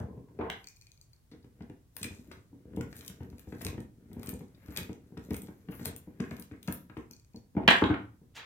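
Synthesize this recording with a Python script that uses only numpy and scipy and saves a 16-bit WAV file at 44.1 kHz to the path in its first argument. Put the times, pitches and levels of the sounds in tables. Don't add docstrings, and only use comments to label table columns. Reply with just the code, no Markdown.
import sys
import numpy as np
from scipy import signal
from scipy.fft import rfft, irfft
from scipy.io import wavfile

SR = 44100
rng = np.random.default_rng(int(sys.argv[2]) if len(sys.argv) > 2 else 0)


def gain_from_db(level_db):
    decades = np.asarray(level_db, float) / 20
    return 10 ** decades


def int16_out(signal):
    q = np.round(np.clip(np.atleast_2d(signal).T, -1, 1) * 32767)
    wavfile.write(sys.argv[1], SR, q.astype(np.int16))


N = 372644
DECADES = np.log(1000)
SIDE = np.array([[0.5], [-0.5]])


def level(x, db):
    return x * gain_from_db(db) / np.sqrt(np.mean(x ** 2))


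def colour(x, spectrum):
    hz, db = np.transpose(spectrum)
    grid = np.linspace(1, SR / 2, 2049)
    log_gain = np.interp(np.log(grid), np.log(np.maximum(hz, 1)), db) * DECADES / 60
    cepstrum = irfft(log_gain)
    cepstrum[1:2048] *= 2
    cepstrum[2049:] = 0
    h = irfft(np.exp(rfft(cepstrum)))
    return signal.oaconvolve(x, h / np.sqrt(np.sum(h ** 2)))[:len(x)]


def ring(x, modes, share=1):
    t = np.arange(SR // 4) / SR
    h = np.zeros(len(t))
    for k, (hz, db, t60) in enumerate(modes):
        fade = np.exp(-DECADES * t / (min(t60, 0.2) * share))
        h += (-1) ** k * gain_from_db(db) * np.sin(2 * np.pi * hz * t) * fade
    return signal.oaconvolve(x, h / np.abs(h).max())[:len(x)]


def strikes(s, db):
    x = np.zeros(N)
    np.add.at(x, np.minimum((np.asarray(s) * SR).astype(int), N - 1), gain_from_db(np.asarray(db)))
    return x


def burst(x, t60):
    fall = np.exp(-DECADES / (t60 * SR))
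    rise = fall ** 8
    envelope = signal.lfilter([1.4 * (1 - rise)], np.convolve([1, -fall], [1, -rise]), x)
    return envelope * rng.standard_normal(len(x))


def grains(rate, spread_db, t60):
    size = np.minimum(rng.exponential(size=N), 4)
    starts = rng.random(N) < rate / SR
    return level(burst(starts * gain_from_db(spread_db * size), t60), 0)


def swells(s, rise, fall, db):
    swell_db = 25
    t = np.arange(0, N, 64) / SR
    late = t[:, None] - s
    efforts = db - swell_db * np.maximum(late / np.abs(fall), -late / np.abs(rise))
    return np.interp(np.arange(N) / SR, t, np.max(efforts, axis=1))


# [fastest t/s, rise t/s, fall t/s, scrape level/dB, brightness level/dB]
TWISTS = [(0.6, 0.28, 0.61, -72, 3), (1.955, .03, .1, -74, 14), (2.0, 0.052, 0.37, -52.5, -5),
          (2.33, 0.04, 0.14, -63.5, -8), (2.798, 0.19, 0.14, -75, -2), (2.99, 0.22, 0.32, -59.5, 2),
          (3.2, .5, 1, -75.5, 2), (3.671, 0.41, 0.18, -55.5, -2), (4.298, 0.22, 0.25, -58.5, -2),
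          (4.75, .1, 0.066, -68, 8), (4.793, 0.2, 0.13, -56, 7), (5.193, 0.048, 0.61, -64, -10),
          (5.338, 0.33, 0.56, -65, 2), (5.713, 0.021, 0.39, -64.5, 14), (5.859, 0.11, 0.083, -48, -9),
          (6.226, 0.066, 0.45, -64, -11), (6.402, 0.42, 0.15, -83, 22), (6.64, .04, 0.32, -70.5, 10),
          (6.735, 0.067, 0.12, -63, 16.5), (6.994, 0.067, 0.09, -63, -17), (7.706, 0.02, 0.19, -43.5, -9)]
# [t/s, peak level/dB, brightness level/dB, shaft ring
# level/dB]
SLIPS = [(0.0005, -50, -15, -25), (1.966, -43, 5, 12), (2.0146, -45, -20, 5), (2.031, -32, -8.5, 0.5),
         (2.042, -36.5, -28, -0.5), (2.81, -41, -15, -15), (2.966, -57, 7, 11), (3.0089, -45, -24, 6),
         (3.079, -35.5, -8, -42), (3.394, -51.5, -3.5, 13), (3.6153, -47, -1, -20), (3.619, -44, -6, -12),
         (3.6485, -34.5, -8, -1), (3.6659, -34, -11, 14), (4.231, -49.5, -1, 22), (4.2605, -62, 15.5, -21),
         (4.2722, -43.5, -20, 2), (4.291, -46.5, 9, 2), (4.301, -64, 11, -10), (4.763, -36.5, -13, 6),
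         (4.773, -30, -6.5, 1), (4.788, -41.5, -33, -6), (4.831, -46, -6, -1), (5.3068, -47, -6, 17),
         (5.343, -45.5, -1.5, 25), (5.4196, -55.5, 4, -29), (5.856, -35, 0.5, 16),
         (5.9627, -50.5, 6.5, -15.5), (6.203, -43, -28, -5), (6.423, -44.5, -10.5, -4),
         (6.629, -47.5, -6.5, -9), (6.6757, -38, -16, -14), (6.724, -47, 11, 1),
         (1.446, -69, -15, 1), (1.605, -73, -20, 2), (1.622, -63.5, -17, 7), (1.698, -63.5, -15, 19),
           (2.274, -67.5, -2, -5), (2.763, -50.5, -9, -14), (2.956, -57, -1, -5), (3.232, -60, -10, 3),
           (3.301, -59, -8, -5), (3.382, -56, -5, 1), (3.606, -58, -7, -5), (4.392, -57, -5, 0),
           (2.326, -59.5, -3, -5), (4.661, -59, -14, 4), (4.683, -61, -13, 5), (4.742, -67, -15, 10),
           (4.805, -55, -8, -7), (5.372, -63, 1, -2), (5.752, -59, 4, -5), (1.3146, -60, -31, 10),
           (2.3155, -48, -25, -5), (2.9277, -50.5, -22, 20.5), (2.989, -61, 9, -3), (3.048, -52, -4, 7),
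           (3.0622, -53, 4, -18), (3.684, -44.5, -16.5, 0), (3.8038, -54, -8, -12), (4.131, -54, -4, -14),
           (4.195, -53.5, -9, -6), (4.93, -52, -19, -1), (5.175, -51.5, -24, 13), (5.333, -50, 2, -15),
           (5.366, -44.5, 1.5, -22), (5.471, -56.5, -23, 15), (5.851, -42, -3, 3), (5.871, -56, 1, 5),
           (6.309, -47, -21, -5), (6.3663, -50, -9, -1), (6.397, -54.5, 9, -6), (6.52, -62, -15, 0),
           (6.684, -42.5, -11, -7.5), (6.973, -55, -14, -8), (7.009, -65.5, -14, -3), (7.11, -64.5, 7, -18)]
# [t/s, peak level/dB]
PINGS = [(2.0296, -24), (2.045, -61), (2.761, -49), (2.965, -40.5), (3.0765, -45), (3.396, -73),
         (3.648, -26.5), (3.8035, -43), (4.231, -42), (4.271, -31.5), (4.29, -33.5), (4.299, -39),
         (4.339, -32.5), (4.7711, -28.5), (5.346, -31.5), (5.3666, -53), (5.4185, -35.5), (5.8555, -28.5),
         (5.963, -36.5), (6.424, -54)]
# [t/s, peak level/dB]
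SHAFT_BLOWS = [
    (1.967, -45),
    (2.03, -38),
    (2.045, -29.5),
    (2.068, -52),
    (2.81, -54),
    (3.649, -56),
    (3.667, -60),
    (4.786, -34.5),
    (5.872, -46),
]
# [f/Hz, level/dB]
SPIT = [(1500, -21), (3000, -2), (4500, 2), (5800, -1.5), (7000, 0.5), (8600, -5), (9800, -3.5),
        (13000, -17)]
# [f/Hz, level/dB]
SCRAPE = [(1500, -22), (3000, -10), (4000, 3.5), (5500, -1.5), (7300, 3.5), (8600, -4.5), (9800, 0.5),
          (13000, -15.5)]
# [f/Hz, level/dB]
FIZZ = [(7000, -15), (10000, 0), (12500, 0.5), (14500, -1), (15400, -1), (16200, -24), (17000, -48.5)]
# [f/Hz, level/dB]
SQUEAK = [(7000, -27.5), (9600, -12.5), (11000, -2), (13000, -2), (14500, -5.5), (15800, -9), (16700, -43)]
# [f/Hz, level/dB, t60 t/s]
TIP = [(8650, 0, 0.006), (3600, -6, .004), (9300, -8, .004), (6800, -9, .004)]
# [f/Hz, level/dB, t60 t/s]
SHAFT = [(1950, -20, .008), (2560, -20, 0.018), (2440, -12, 0.009), (4200, -22, .008)]
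# [f/Hz, level/dB]
SCUFF = [(2000, -9), (3000, -14), (3800, 1.5), (4600, 0.5), (5800, -9.5), (7000, -21), (10000, -33.5)]
# [f/Hz, level/dB]
SHELL = [(300, -30), (520, -3.5), (1000, -7), (1500, -4.5), (2100, -6.5), (3000, -15.5), (4500, -22),
         (8000, -49)]


def screw():
    *twist, scrape_db, twist_bright_db = np.transpose(TWISTS)
    squeak_db = swells(*twist, scrape_db + twist_bright_db)
    scrape_db = swells(*twist, scrape_db)
    s, db, bright_db, ring_db = np.transpose(SLIPS)
    shaft_db = db + np.minimum(ring_db, 2)

    patches_per_s, patchy_db = 55, 4.5
    grip = rng.standard_normal(N * patches_per_s // SR + 2)
    patch = np.interp(np.arange(N) * patches_per_s / SR, np.arange(len(grip)), grip)
    scrape_db = scrape_db + patchy_db * patch
    grit = grains(1500, 3.2, 0.004)

    slide = np.hanning(70) / 30
    hit = strikes(s, db)
    spit = burst(np.convolve(hit, slide, "same"), 0.013)
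    fizz = burst(np.convolve(strikes(s, db + bright_db), slide, "same"), 0.013)

    body = gain_from_db(-3.5) * colour(spit, SPIT)
    body += colour(gain_from_db(scrape_db - 6.5) * grit, SCRAPE)
    body += gain_from_db(-27.0) * ring(burst(hit, 0.00039) + gain_from_db(scrape_db - 12.0) * grit, TIP)
    body += gain_from_db(-14.0) * ring(burst(strikes(*np.transpose(PINGS)), 0.0027), TIP)
    body += gain_from_db(-21) * ring(burst(strikes(s, shaft_db), 0.012), SHAFT)
    body += ring(strikes(*np.transpose(SHAFT_BLOWS)), SHAFT)
    body += gain_from_db(-10.5) * colour(burst(strikes(s, shaft_db), 0.017), SCUFF)
    body += gain_from_db(-20.0) * colour(burst(strikes(s, db + ring_db), 0.014), SHELL)
    top = gain_from_db(-3.0) * colour(fizz, FIZZ) + colour(gain_from_db(squeak_db - 13.5) * grit, SQUEAK)
    return body, top


# [t/s, peak level/dB, tick level/dB, shaft ring level/dB]
RATTLE = [(0.6424, -55, -6, -9.5), (0.6714, -49.5, -4.5, -10), (0.686, -54.5, -2.5, -22),
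          (0.7623, -67.5, -1, -17), (0.7682, -62.5, -2.5, -9), (0.8123, -58, -3, -20),
          (0.8212, -64, -5, -9), (0.8685, -59, -6, -13), (0.9173, -53, -8.5, -31), (0.9752, -66.5, -5, -15),
          (1.0131, -58.5, -3, -14.5), (1.0244, -73, -7, -14), (1.132, -60, -10.5, -21.5),
          (1.163, -69.5, -11, -22)]
# [t/s, peak level/dB, tick level/dB, shaft ring level/dB]
RELEASE = [
    (7.111, -56, -0.5, -15),
    (7.134, -58, -4.5, -25),
    (7.165, -64, -3, -25),
    (7.1974, -69.5, 1.5, -17),
    (7.2472, -71, -2, -12.5),
    (7.3345, -76, -1, -2),
    (7.3602, -59, -2.5, -20.5),
    (7.3695, -63.5, -15.5, -18.5),
]
# [f/Hz, level/dB]
TICK = [(3500, -34.5), (5300, -7.5), (6900, -3.5), (8000, -10.5), (10000, -17), (16000, -20)]
# [f/Hz, level/dB, t60 t/s]
BIT = [(4484, 6.5, 0.016), (4350, 4, 0.003), (4720, -22, 0.0054)]


def rattle():
    s, db, tick_db, shaft_db = np.transpose(RATTLE + RELEASE)
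    tick = colour(burst(strikes(s, db + tick_db + 10.5), 0.0077), TICK)
    bit = ring(burst(strikes(s, db - 7.5), 0.0075), BIT)
    shaft = ring(burst(strikes(s, db + shaft_db - 1.5), 0.004), SHAFT[1:3])
    return bit + shaft + tick


# [t/s, peak level/dB, table pitch f/Hz, shell knock level/dB]
HANDLING = [(0.01, -34.5, 111, -65), (0.084, -36, 312, -81), (0.129, -38, 99, -77), (0.175, -37, 180, -67),
            (0.286, -54, 308, -68), (0.389, -26.5, 393, -46), (0.408, -33.5, 450, -45),
            (0.441, -44, 420, -48), (0.498, -41, 178, -33), (1.316, -44.5, 252, -60),
            (1.333, -45, 172, -59), (1.442, -43.5, 112, -62.5), (1.606, -36, 178, -52.5),
            (1.698, -37, 176, -55.5), (2.313, -46, 370, -43), (2.528, -42.5, 270, -81),
            (2.771, -22.5, 198, -49), (2.787, -29.5, 129, -73), (5.12, -42, 173, -95),
            (5.43, -37.5, 200, -67), (6.512, -38, 295, -49.5), (6.968, -30.5, 325, -40),
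            (7.106, -47.5, 190, -60), (7.344, -34.5, 193, -66.5), (7.55, -34.5, 250, -58.5),
            (7.566, -18.5, 202, -44), (7.679, -21, 216, -31), (7.819, -17.5, 263, -43),
            (7.899, -19, 301, -41.5), (8.214, -48.5, 165, -85)]
# [t/s, peak level/dB, shell knock level/dB]
RIM = [(2.733, -38.5, -58), (2.808, -60, -39), (3.097, -40.5, -49), (3.523, -33, -44.5),
       (3.611, -77, -40.5), (4.114, -38, -59), (4.165, -32.5, -65), (4.33, -30, -70), (4.407, -33, -52.5),
       (4.781, -30.5, -37), (5.171, -32, -41), (5.31, -25, -43.5), (5.483, -36, -50.5), (5.686, -30, -44.5),
       (5.794, -39, -45.5), (5.811, -34.5, -51), (6.073, -36, -102), (6.2, -25, -36), (6.238, -59, -42),
       (6.311, -30.5, -41), (6.386, -38.5, -54), (6.68, -23, -33), (6.897, -42.5, -45.5)]
# [t/s, peak level/dB, table pitch f/Hz]
ROCKS = [(2.106, -38.5, 101), (3.205, -34.5, 104), (3.327, -39.5, 91), (3.472, -37.5, 83),
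         (3.652, -28, 100), (3.684, -31.5, 103), (3.743, -32, 115), (3.778, -27.5, 114), (4.198, -37.5, 90),
         (4.682, -35.5, 78.5), (4.893, -29.5, 94.5), (5.865, -28, 116), (5.927, -40.5, 102),
         (7.831, -22.5, 124), (8.23, -57, 103)]
# [f/Hz, level/dB, t60 t/s]
BOARD = [(113, -13.5, 0.018), (291.4, -0.5, 0.076), (352.7, 8.5, 0.016), (450, 4.5, 0.022),
         (636, -3.5, 0.008), (753, -0.5, 0.019), (973, -5, 0.035)]
# [f/Hz, level/dB]
TABLE = [(24, -60), (50, -7.5), (115, 4), (150, -9.5), (184, 0), (469, -14), (640, -26), (1980, -78)]


def thumps():
    rim_hz, rock_knock_db, hardest_knock_db = 190, -19.5, -33
    blows = list(HANDLING)
    blows += [(s, db, rim_hz, knock_db) for s, db, knock_db in RIM]
    blows += [(s, db, hz, db + rock_knock_db) for s, db, hz in ROCKS]
    out = np.zeros(N + SR)
    t = np.arange(SR // 5) / SR
    swell = 1.4 * (1 - np.exp(-t / 0.003))
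    for s, db, hz, _ in blows:
        i = int(s * SR)
        fade = np.exp(-DECADES * t / (0.045 + 2.0 / hz))
        out[i:i + len(t)] -= gain_from_db(db) * swell * np.sin(2 * np.pi * hz * t) * fade

    s, db, _, knock_db = np.transpose(blows)
    push = np.convolve(strikes(s, db - 7), np.hanning(60) / 30)[:N]
    knock = strikes(s, np.minimum(knock_db, hardest_knock_db) - 4.5)
    knock = np.convolve(knock, np.hanning(220) / 110, "same")
    after = colour(burst(strikes(s, db - 9.0), 0.11), TABLE)
    return out[:N] + ring(push, BOARD) + after, colour(burst(knock, 0.029), SHELL)


# [t/s, peak level/dB, treble #
# level/dB, share of full decay]
DROPS = [(0.395, -41.5, -56.5, 3.6), (0.411, -41.5, -45.5, 1.1), (0.444, -47.5, -49.5, 5.1),
         (0.5005, -10.5, -29.5, 0.055), (0.511, -44, -22, 0.3), (0.522, -51, -23, 0.4),
         (7.568, -37.5, -84, 2.4), (7.677, -5, -30, 0.75), (7.685, -11, -33.5, 0.63),
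         (7.71, -15.5, -36, 0.4), (7.82, -21.5, -56, 0.59), (7.839, -26, -35.5, 0.39),
         (7.94, -35.5, -42.5, 0.65), (7.899, -38.5, -43, 2.6)]
# [f/Hz, level/dB]
CRACK = [(140, -38), (260, -8.5), (900, -4), (2100, -3.5), (3300, -5.5), (4400, -15), (5600, -28),
         (16500, -48)]
# [f/Hz, level/dB, t60 t/s]
TOP = [(634, -1.5, 0.29), (1050, -10, 0.25), (1158, -19.5, 0.4), (1303, -9, 0.4), (1398, -5, 0.22),
       (1583, -0.5, 0.3), (1530, -0.5, .3), (1850, -11, .4), (2070, 2.5, 0.28), (2208, -1.5, .25),
       (2772, -7.5, 0.45), (3220, -12.5, 0.25), (3714, -4.5, 0.27), (4100, -9, 0.2)]


def drops():
    scatter_db = 4
    out = np.zeros(N + SR)
    hit = np.arange(SR // 2) == 0
    for s, db, treble_db, share in DROPS:
        chance = rng.standard_normal(len(TOP))
        top = [(hz, gain + scatter_db * z, t60) for (hz, gain, t60), z in zip(TOP, chance)]
        softness = [(300, 0.0096), (900, 0.014), (16000, 3.56 * (treble_db + 32.0))]
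        crack = gain_from_db(-5.5) * colour(burst(hit, 0.051 * share), CRACK)
        crack += gain_from_db(-21) * ring(burst(hit, 0.0045), top, 0.26 * share)
        i = int(s * SR)
        out[i:i + len(hit)] += gain_from_db(db) * colour(crack, softness)
    return out[:N]


def spread(x):
    scatter = burst(np.arange(SR // 20) == 0, 0.0064)
    scattered = signal.oaconvolve(x, scatter / np.sqrt(np.sum(scatter ** 2)))[:N]
    return colour(scattered, [(100, -29.5), (500, -6.5), (2000, -2), (4000, -2), (16000, -3.5)])


# [t/s, peak level/dB, f/Hz, t60 t/s]
NOTES = [
    (0.096, -56, 1020, 0.073),
    (0.166, -62, 1050, 0.063),
    (0.237, -67, 1055, 0.051),
    (.284, -51.5, 960, 0.022),
    (0.443, -29.5, 449, 0.074),
    (7.897, -22, 299.4, 0.11),
]


def notes():
    out = np.zeros(N)
    for s, db, hz, t60 in NOTES:
        t = np.maximum(np.arange(N) / SR - s, 0)
        envelope = (1 - np.exp(-t * hz / 2)) * np.exp(-DECADES * t / t60)
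        out += gain_from_db(db) * envelope * np.sin(2 * np.pi * hz * t)
    return out


# [strongest t/s, rise t/s, table rumble level/dB, shell rubbing level/dB]
PUSHES = [(0.0, .1, -35.5, -55), (0.07, .3, -41.5, -64), (0.17, 0.26, -47.5, -65), (0.43, 0.23, -41, -56),
          (1.34, 0.088, -58, -72), (1.631, 0.17, -46.5, -57), (2.03, 0.084, -41, -70),
          (2.15, 0.18, -48, -53), (2.35, 0.49, -50.5, -58), (2.798, 0.29, -37, -66), (3.05, 1, -50.5, -55),
          (3.229, 0.17, -43.5, -52.5), (3.671, 0.76, -44, -53.5), (3.786, 0.48, -44, -75),
          (4.296, 0.38, -39.5, -46.5), (4.793, 0.39, -40, -43), (5.193, 1, -52, -63.5),
          (5.3, 0.13, -38, -51), (5.725, 0.019, -55, -40), (5.872, 0.51, -44, -50),
          (6.226, 0.054, -49, -50), (6.402, 1, -50, -53.5), (6.535, 0.074, -45.5, -50.5),
          (6.709, 0.15, -44.5, -46.5), (6.994, 0.11, -50.5, -76), (7.373, 0.036, -55.5, -77),
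          (7.58, 0.036, -35, -40.5), (7.64, 0.073, -35, -41), (7.706, 0.04, -35.5, -45),
          (7.881, 0.062, -35.5, -61), (8.26, 0.056, -59.5, -80)]


def pushes():
    s, rise, rumble_db, shell_db = np.transpose(PUSHES)
    rumble_db = swells(s, rise, 0.19, rumble_db)
    shell_db = swells(s, 0.75 * rise, 0.046, shell_db)
    rumble = colour(gain_from_db(rumble_db - 3.5) * grains(400, 5, 0.01), TABLE)
    rubbing = colour(gain_from_db(shell_db - 15.0) * grains(760, 2.3, 0.025), SHELL)
    return rumble, rubbing


# [t/s, level/dB, treble level/dB]
DRAG = [
    (8.335, -94.5, -18),
    (8.355, -53.5, -4.5),
    (8.385, -47, -12.5),
    (8.45, -65.5, -38),
]


def drag():
    s, db, treble_db = np.transpose(DRAG)
    t = np.arange(N) / SR
    body_db = np.interp(t, s, db, left=-150)
    top_db = np.interp(t, s, db + treble_db, left=-150)
    grit = grains(1360, 2.4, 0.011)
    dull = [(300, -7.0), (800, -2.0), (1800, 1.5), (3500, 0.5), (5500, -13.5), (9000, -42.0)]
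    return colour(grit * gain_from_db(body_db), dull) + colour(grit * gain_from_db(top_db), TICK)


# [t/s, peak level/dB, t60 t/s]
SCUFFS = [
    (1.316, -64.5, 0.13),
    (1.425, -73, 0.076),
    (1.62, -69, 0.072),
    (1.697, -77, 0.033),
    (2.318, -59.5, 0.098),
    (4.546, -67, 0.055),
    (5.865, -53, 0.13),
]


def scuffs():
    return colour(sum(burst(strikes([s], db), t60) for s, db, t60 in SCUFFS), SCUFF)


# [f/Hz, level/dB]
LEAN = [(1000, 3), (2500, 4.5), (4500, 2), (6500, 3.5), (8700, -4), (11000, 1.5), (16000, 3)]


def place_helmet(body, fizz):
    pair = np.array([colour(body, [(hz, k * db) for hz, db in LEAN]) for k in (1.5, -1.5)])
    pair = pair * gain_from_db(4.75 * SIDE) + fizz * gain_from_db(19.0 * SIDE)
    pair[1] = np.roll(pair[1], 6)
    return pair


# [f/Hz, t60 t/s, level/dB]
ROOM = [(138, 0.5, -2.5), (450, 0.33, 3), (1400, 0.32, 5.5), (3030, 0.29, 4.5), (5500, 0.3, -0.5),
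        (10800, 0.13, 4)]


def room(x):
    t = np.arange(SR) / SR
    edges = [40] + [np.sqrt(a[0] * b[0]) for a, b in zip(ROOM, ROOM[1:])] + [18000]
    build = 1 - np.exp(-t / 0.009)
    tail = 0
    for lo, hi, (hz, t60, db) in zip(edges, edges[1:], ROOM):
        band = signal.butter(2, [lo, hi], "band", fs=SR, output="sos")
        mid, side = signal.sosfilt(band, rng.standard_normal((2, SR)))
        pair = mid + min(hz / 900, 1) ** 1.4 * side * np.array([[1], [-1]])
        fade = np.exp(-DECADES * t / t60) * np.sqrt(DECADES / (t60 * SR))
        tail = tail + gain_from_db(db) * pair * fade * build
    return signal.oaconvolve(x[None], tail, axes=1)[:, :N]


# [f/Hz, level/dB]
LINGER = [(200, -8), (450, 0), (720, 0.5), (1100, -10.5), (1600, -10.5), (2200, -23), (2800, -45),
          (8000, -65)]


def linger():
    fade = np.exp(-DECADES * np.arange(N) / SR / 0.34)
    return gain_from_db(-44) * fade * np.array([colour(rng.standard_normal(N), LINGER) for _ in range(2)])


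# [f/Hz, level/dB]
HUM = [(25, 4.5), (70, 2.5), (120, 2), (182, -11.5), (313, -17.5), (550, -25.5), (2530, -36), (15700, -37)]


def hum():
    mid, side = (colour(rng.standard_normal(N), HUM) for _ in range(2))
    side = signal.sosfilt(signal.butter(1, 330, "high", fs=SR, output="sos"), side)
    hiss_top = signal.ellip(6, 0.5, 40, 15900, fs=SR, output="sos")
    return level(signal.sosfilt(hiss_top, [mid + side, mid - side]), -61.5)


def scene():
    body, fizz = screw()
    table, knock = thumps()
    rumble, rubbing = pushes()
    helmet = place_helmet(body + knock + rubbing + rattle() + scuffs(), fizz)
    table = table + notes() + rumble
    tool = drops()
    near = table * gain_from_db(1.8 * SIDE) + tool + gain_from_db(3.0) * SIDE * spread(tool) + drag()
    echo = room((near + gain_from_db(0.5) * helmet).mean(axis=0))
    return near + helmet + echo + hum() + linger()


def band_limit(x):
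    return signal.sosfilt(signal.butter(12, 16670, fs=SR, output="sos"), x)


def record(dry):
    mix = signal.sosfilt(signal.butter(2, 55, "high", fs=SR, output="sos"), dry)
    return band_limit(mix)


dry = scene()
out = record(dry)
int16_out(out)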